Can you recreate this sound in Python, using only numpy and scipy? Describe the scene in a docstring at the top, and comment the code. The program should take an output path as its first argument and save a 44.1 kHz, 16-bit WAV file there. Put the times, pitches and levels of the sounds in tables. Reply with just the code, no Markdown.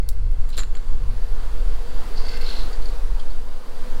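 """A bee yard at the edge of a pine wood. Many bees hum on their wandering wingbeats, while a breeze
swells in the trees and buffets the microphone. Someone works at the foot of a fence post: one dry
snap, a short rattle of loose metal, then a stick-slip scrape and a few light ticks, all scattered
faintly back by the wood. A thin high ring comes and goes in the background."""
import sys
import numpy as np
from scipy import signal
from scipy.fft import rfft, irfft, next_fast_len
from scipy.io import wavfile
from scipy.ndimage import uniform_filter1d, map_coordinates

SR = 44100
rng = np.random.default_rng(int(sys.argv[2]) if len(sys.argv) > 2 else 0)


def generate_wav(signal):
    """Clip the signal to [-1, 1] and save it as 16-bit WAV at the path in sys.argv[1]."""
    frames = np.transpose(np.atleast_2d(signal))
    scaled = np.clip(frames, -1, 1) * 32767
    pcm = np.round(scaled).astype(np.int16)
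    wavfile.write(sys.argv[1], SR, pcm)


N = 176400


def amp(db):
    """Decibels to gain."""
    return 10 ** (np.asarray(db) / 20)


def unit(x):
    """Scale to rms 1."""
    return x / np.sqrt(np.mean(x ** 2) + 1e-20)


def clock():
    """The time of each sample."""
    return np.arange(N) / SR


def fader(points):
    """A gain curve through (time [s], level [dB]) points, held at both ends."""
    return amp(np.interp(clock(), *np.transpose(points)))


def white():
    """Fresh white noise."""
    return rng.standard_normal(N)


def wobble(rate):
    """A smooth random curve, rate knots a second."""
    return map_coordinates(rng.standard_normal(1024), [clock() * rate], mode="wrap")


def filtered(x, response):
    """x through a frequency response."""
    size = next_fast_len(N + SR // 2)
    return irfft(rfft(x, size) * response(np.fft.rfftfreq(size, 1 / SR)), size)[:N]


def coloured(x, tone):
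    """x through an EQ of (frequency [Hz], gain [dB]) points, at rms 1."""
    hz, db = np.transpose(tone)
    return unit(filtered(x, lambda f: amp(np.interp(np.log(f + 1), np.log(hz + 1), db))))


def resonated(x, peaks):
    """x through steep resonances (frequency [Hz], width [Hz], gain [dB]), at rms 1."""
    def band(f, hz, width):
        return 1j * f * width / (hz * hz - f * f + 1j * f * width)
    return unit(filtered(x, lambda f: sum(amp(db) * band(f, hz, width) ** 2 for hz, width, db in peaks)))


def burst(start, rise, t60):
    """A quick attack and an exponential decay, times in seconds."""
    t = np.maximum(clock() - start, 0)
    return (1 - np.exp(-t / max(rise, 1e-5))) * np.exp(-np.log(1000) * t / t60)


def rumble(tone, window):
    """Coloured noise, its chance swells levelled over a window of samples."""
    noise = coloured(white(), tone)
    return noise / np.sqrt(np.abs(uniform_filter1d(noise ** 2, window)) + .05)


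# Faders for the three layers of wind (time [s], level [dB])
SWELL_LEVEL = [(0, -15), (3.5, -12.5), (3.64, -24), (3.85, -13.5)]
BUFFET_LEVEL = [(0, -23), (.1, -24), (.22, -18), (.55, -24), (.8, -23), (1.1, -20), (1.5, -25), (1.65, -16),
                (1.78, -25.5), (2.4, -27.5), (2.68, -24.5), (3, -25), (3.1, -18), (3.22, -27), (3.48, -29),
                (3.62, -44), (3.74, -36), (4, -36)]
FLUTTER_LEVEL = [(0, -35), (.08, -38), (.2, -32), (.4, -36), (.55, -43), (.8, -43), (1.08, -30),
                 (1.25, -41), (1.55, -45), (1.65, -39), (1.85, -48), (2.25, -45), (2.5, -48), (2.68, -42),
                 (2.9, -52), (3.2, -50), (3.62, -56), (3.73, -48), (4, -48)]
# Their EQs, from subsonic heave up to bass (frequency [Hz], gain [dB])
SWELL_TONE = [(2, -7), (7, 0), (12, -1), (17, -8), (30, -44), (100, -130)]
BUFFET_TONE = [(8, -15), (16, -3), (24, 0), (30, -3), (42, -8.5), (60, -21), (120, -59), (500, -150)]
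FLUTTER_TONE = [(25, -2.5), (48, 4.5), (62, -0.5), (85, -4.5), (115, -13.5), (170, -24.5), (400, -36.5),
                (2500, -130)]

def wind():
    """Air tumbling over the microphone: long heavy swells, slow buffets and a faster flutter."""
    swells = fader(SWELL_LEVEL) * rumble(SWELL_TONE, window=12000)
    buffets = fader(BUFFET_LEVEL) * rumble(BUFFET_TONE, window=9000)
    flutter = fader(FLUTTER_LEVEL) * rumble(FLUTTER_TONE, window=9000)
    return swells + amp(1) * buffets + amp(4.5) * flutter


def patchy_noise(depth_db):
    """Noise whose gain drifts in patches across time and frequency."""
    spectrum = signal.stft(white(), nperseg=512)[2]
    patches = uniform_filter1d(rng.standard_normal(spectrum.shape), 6, axis=0)
    patches = uniform_filter1d(patches, 14, axis=1)
    return signal.istft(spectrum * amp(depth_db * unit(patches)), nperseg=512)[1][:N]


# The breeze building in the pines (time [s], level [dB])
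BREEZE_LEVEL = [(0, -61), (.4, -55), (.8, -53), (1.2, -50), (1.6, -48), (2, -47), (2.5, -43), (2.9, -45),
                (3.3, -49.5), (3.65, -49), (4, -45)]
# EQs for the rush of the trees and the still air under it (frequency [Hz], gain [dB])
TREES_TONE = [(60, -10), (170, 1), (310, -0.5), (400, 3), (700, -1), (1050, -1), (1500, -5), (2300, -12),
              (3900, -12), (4650, -11.5), (5400, -17.5), (9500, -20), (12000, -24), (16000, -25.5)]
STILL_AIR_TONE = [(100, 13), (600, -12), (1500, 4.5), (2300, -7), (3400, -13), (4600, -6), (5600, -9.5),
                  (10000, -9), (12000, -34), (16000, -23)]

def trees():
    """The breeze swells in the pines over a steady outdoor hiss."""
    gusts = fader(BREEZE_LEVEL) * amp(3.5 + .85 * wobble(7.83))
    rush = gusts * coloured(patchy_noise(depth_db=1.06), TREES_TONE)
    return rush + amp(-60) * coloured(white(), STILL_AIR_TONE)


# Harmonics of one bee's buzz, fundamental first (level [dB])
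BEE_HARMONICS = [-4, -0.5, -11, -12.5, -25, -17]
# Fader for the whole swarm (time [s], level [dB])
HUM_LEVEL = [(0, -55), (.9, -52.5), (1.6, -48.5), (2.3, -44), (3, -48.5), (3.5, -51.5), (4, -46)]

def bees(count=20, wingbeat_hz=239):
    """Each bee buzzes at its own wandering wingbeat, drifting nearer and farther."""
    swarm = np.zeros(N)
    for _ in range(count):
        # slow drift, waver and fast jitter
        pitch = wingbeat_hz * (1 + .045 * wobble(1.2) + .035 * wobble(7) + .012 * wobble(70))
        phase = 2 * np.pi * np.cumsum(pitch) / SR
        nearness = amp(2.2 * wobble(3.05))
        buzz = sum(amp(db) * np.sin(k * phase + 2 * np.pi * rng.random())
                   for k, db in enumerate(BEE_HARMONICS, 1))
        swarm += nearness * buzz
    return fader(HUM_LEVEL) * unit(swarm)


# Bright, brittle EQ of the snap (frequency [Hz], gain [dB])
SNAP_TONE = [(300, -42), (2400, -27), (3900, -4), (6000, -6), (7700, -2), (8450, -5), (9400, 3),
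             (10800, -8), (13000, -5), (16000, -7)]
# Crackles of dry grass (time [s], level [dB])
CRACKLES = [(.3126, -48.5), (.4907, -43.5), (2.372, -41), (2.413, -40)]

def snap_and_crackles(snap_s=.0892):
    """One sharp dry snap with a short tail, and fainter grass crackles of the same colour."""
    crack = burst(snap_s, rise=.00005, t60=.0058)
    tail = amp(-15) * burst(snap_s, rise=.001, t60=.058)
    crackles = sum(amp(db) * burst(start, rise=.00091, t60=.032) for start, db in CRACKLES)
    return (amp(-21) * (crack + tail) + crackles) * coloured(white(), SNAP_TONE)


# Metal hits (time [s], level [dB], decay t60 [s], send to the ring [dB], hardness [dB/octave])
RATTLE_HITS = [(0.49, -43, .026, -20, 2), (.501, -43.5, .036, -13, 4), (.569, -35.5, .04, -9, 4),
               (.5765, -25.5, 0.038, -6, 1.5), (0.583, -24.5, 0.029, -5.5, -0.5),
               (0.5914, -27, 0.047, -4, -2), (0.6003, -30.5, 0.045, -7, -2), (0.618, -37.5, 0.066, -29, -4),
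               (0.6335, -31, .028, -30, -1.5), (0.7514, -33, 0.019, -9.5, -4.5), (.768, -39, .032, -13, -2)]
# EQ of a clack, before hardness tilts its treble (frequency [Hz], gain [dB])
CLACK_TONE = [(100, 4), (400, -6.5), (1000, -4.5), (1450, 1.5), (2400, -4), (3400, -4), (4150, 4.5),
              (5200, -10.5), (6200, -13), (9200, -10.5), (12000, -16.5), (16000, -26)]
# Ringing modes of the metal (frequency [Hz], level [dB], decay t60 [s])
METAL_MODES = [(4100, -10, .025), (6840, -3, .045), (6950, -3, .045), (7080, -6, .035), (7270, 0, .04),
               (7410, 0, .045), (7560, -7, .035), (9200, -7, .025)]
# Faint jingle around the hits (time [s], level [dB])
JINGLE_LEVEL = [(.46, -66), (.69, -66), (.73, -75), (.8, -70), (.92, -65), (.97, -80)]

def rattle():
    """Loose metal clatters: each hit is a gritty clack that sets it ringing; it jingles on faintly."""
    times, jingle_db = np.transpose(JINGLE_LEVEL)
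    shake = np.interp(clock(), times, amp(jingle_db), left=0, right=0)
    clacks = np.zeros(N)
    for start, db, t60, send_db, hardness in RATTLE_HITS:
        force = amp(db) * burst(start, rise=.0003, t60=t60)
        tone = [(hz, gain + hardness * np.log2(max(hz, 1400))) for hz, gain in CLACK_TONE]
        clacks += force * coloured(white(), tone)
        shake += amp(send_db) * force
    ring = sum(amp(db) * burst(0, rise=.0001, t60=t60) * np.sin(2 * np.pi * (hz * clock() + rng.random()))
               for hz, db, t60 in METAL_MODES)
    return clacks + signal.fftconvolve(shake * white(), ring / np.linalg.norm(ring))[:N]


def slips(grains_per_s=3000):
    """Tiny stick-slip grains in clumps."""
    grains = np.sign(white()) * (rng.random(N) < grains_per_s / SR)
    return grains * amp(3.6 * wobble(170))


# Scraping strokes; the last row is a brief graze during the rattle
# (time [s], length [s], level [dB], squeal [Hz], rasp against squeal [dB])
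STROKES = [(2.155, 0.081, -40.5, 4610, -11), (2.215, 0.2, -40.5, 4520, -11),
           (2.401, 0.087, -41.5, 4430, -7), (2.443, .14, -34, 4220, -7.5), (2.55, .085, -37.5, 4200, -11),
           (2.593, 0.11, -44.5, 4170, -10), (0.52, 0.059, -45, 4100, -2)]
# EQ of the rasp (frequency [Hz], gain [dB])
RASP_TONE = [(300, -22), (1200, -16), (2200, -4), (2700, 6), (3400, 7), (5000, -5.5), (6000, -16),
             (9500, -11.5), (13000, -19), (16000, -27)]
# Body resonances of the scraped part (frequency [Hz], width [Hz], gain [dB])
SCRAPE_BODY = [(1560, 130, 1), (2090, 190, 0), (2670, 170, -2), (3030, 160, -10), (3390, 140, -5),
               (4450, 200, -2), (5250, 220, -9), (6950, 260, -16)]
# Fader for that body (time [s], level [dB])
BODY_LEVEL = [(2.1, -61), (2.22, -54), (2.28, -45), (2.355, -38.5), (2.39, -50.5), (2.43, -41.5),
              (2.6, -52), (2.75, -77)]

def scrape(sag_db=5):
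    """A run of friction strokes, each easing off, sings in a resonance that sinks stroke by stroke."""
    out = fader(BODY_LEVEL) * resonated(slips(), SCRAPE_BODY)
    for start, length, db, hz, rasp_db in STROKES:
        travel = np.clip((clock() - start) / length, 0, 1)
        pressure = np.abs(np.sin(np.pi * travel)) ** .85 * amp(-sag_db * (travel - .2))
        squeal = resonated(slips(), [(hz, 480, 0), (hz, 1200, -2)])  # narrow peak on a broad skirt
        rasp = amp(rasp_db) * coloured(slips(), RASP_TONE)
        out += amp(db) * pressure * (squeal + rasp)
    return out


# Fader for the high ring (time [s], level [dB])
RING_LEVEL = [(.7, -76), (1.3, -68), (1.9, -60), (2.6, -74)]

def high_ring(hz=4650, width_hz=180):
    """A thin band of noise at a steady pitch swells and fades far back in the mix."""
    return fader(RING_LEVEL) * resonated(white(), [(hz, width_hz, 0)])


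# Light ticks (time [s], level [dB], main resonance [Hz], low resonance gain [dB])
TICKS = [(2.729, -34.5, 4680, -22), (2.821, -40.5, 4330, -20), (2.8562, -36.5, 4550, -22),
         (2.8848, -40.5, 4450, -20), (3.195, -36.5, 4420, -4), (3.302, -42.5, 4430, -18)]
# Top-end resonances of every tick (frequency [Hz], width [Hz], gain [dB])
TICK_TOP = [(7040, 360, -13), (9100, 700, -20)]

def ticks(low_hz=3290):
    """Light contacts after the scrape briefly ring the same part."""
    out = np.zeros(N)
    for start, db, hz, low_db in TICKS:
        body = [(hz, 420, 0), (low_hz, 390, low_db)] + TICK_TOP
        out += amp(db) * burst(start, rise=.0015, t60=.052) * resonated(white(), body)
    return out


def wood_scatter(x):
    """The edge of the wood throws back a short, thin reverb."""
    tail = white() * burst(0, rise=.0076, t60=.19)
    return signal.fftconvolve(x, tail / np.linalg.norm(tail))[:N]


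def scene():
    """The handiwork and its reverb over a bed of bees, trees and wind, in mono."""
    work = snap_and_crackles() + rattle() + scrape() + ticks()
    return (work + amp(-13) * wood_scatter(work) + bees() + high_ring() + trees() + wind())[None]


def record(dry):
    """A brick-wall low-pass trims the very top."""
    cutoff_hz = 15800
    return np.array([filtered(channel, lambda hz: hz < cutoff_hz) for channel in dry])


dry = scene()
out = record(dry)
generate_wav(out)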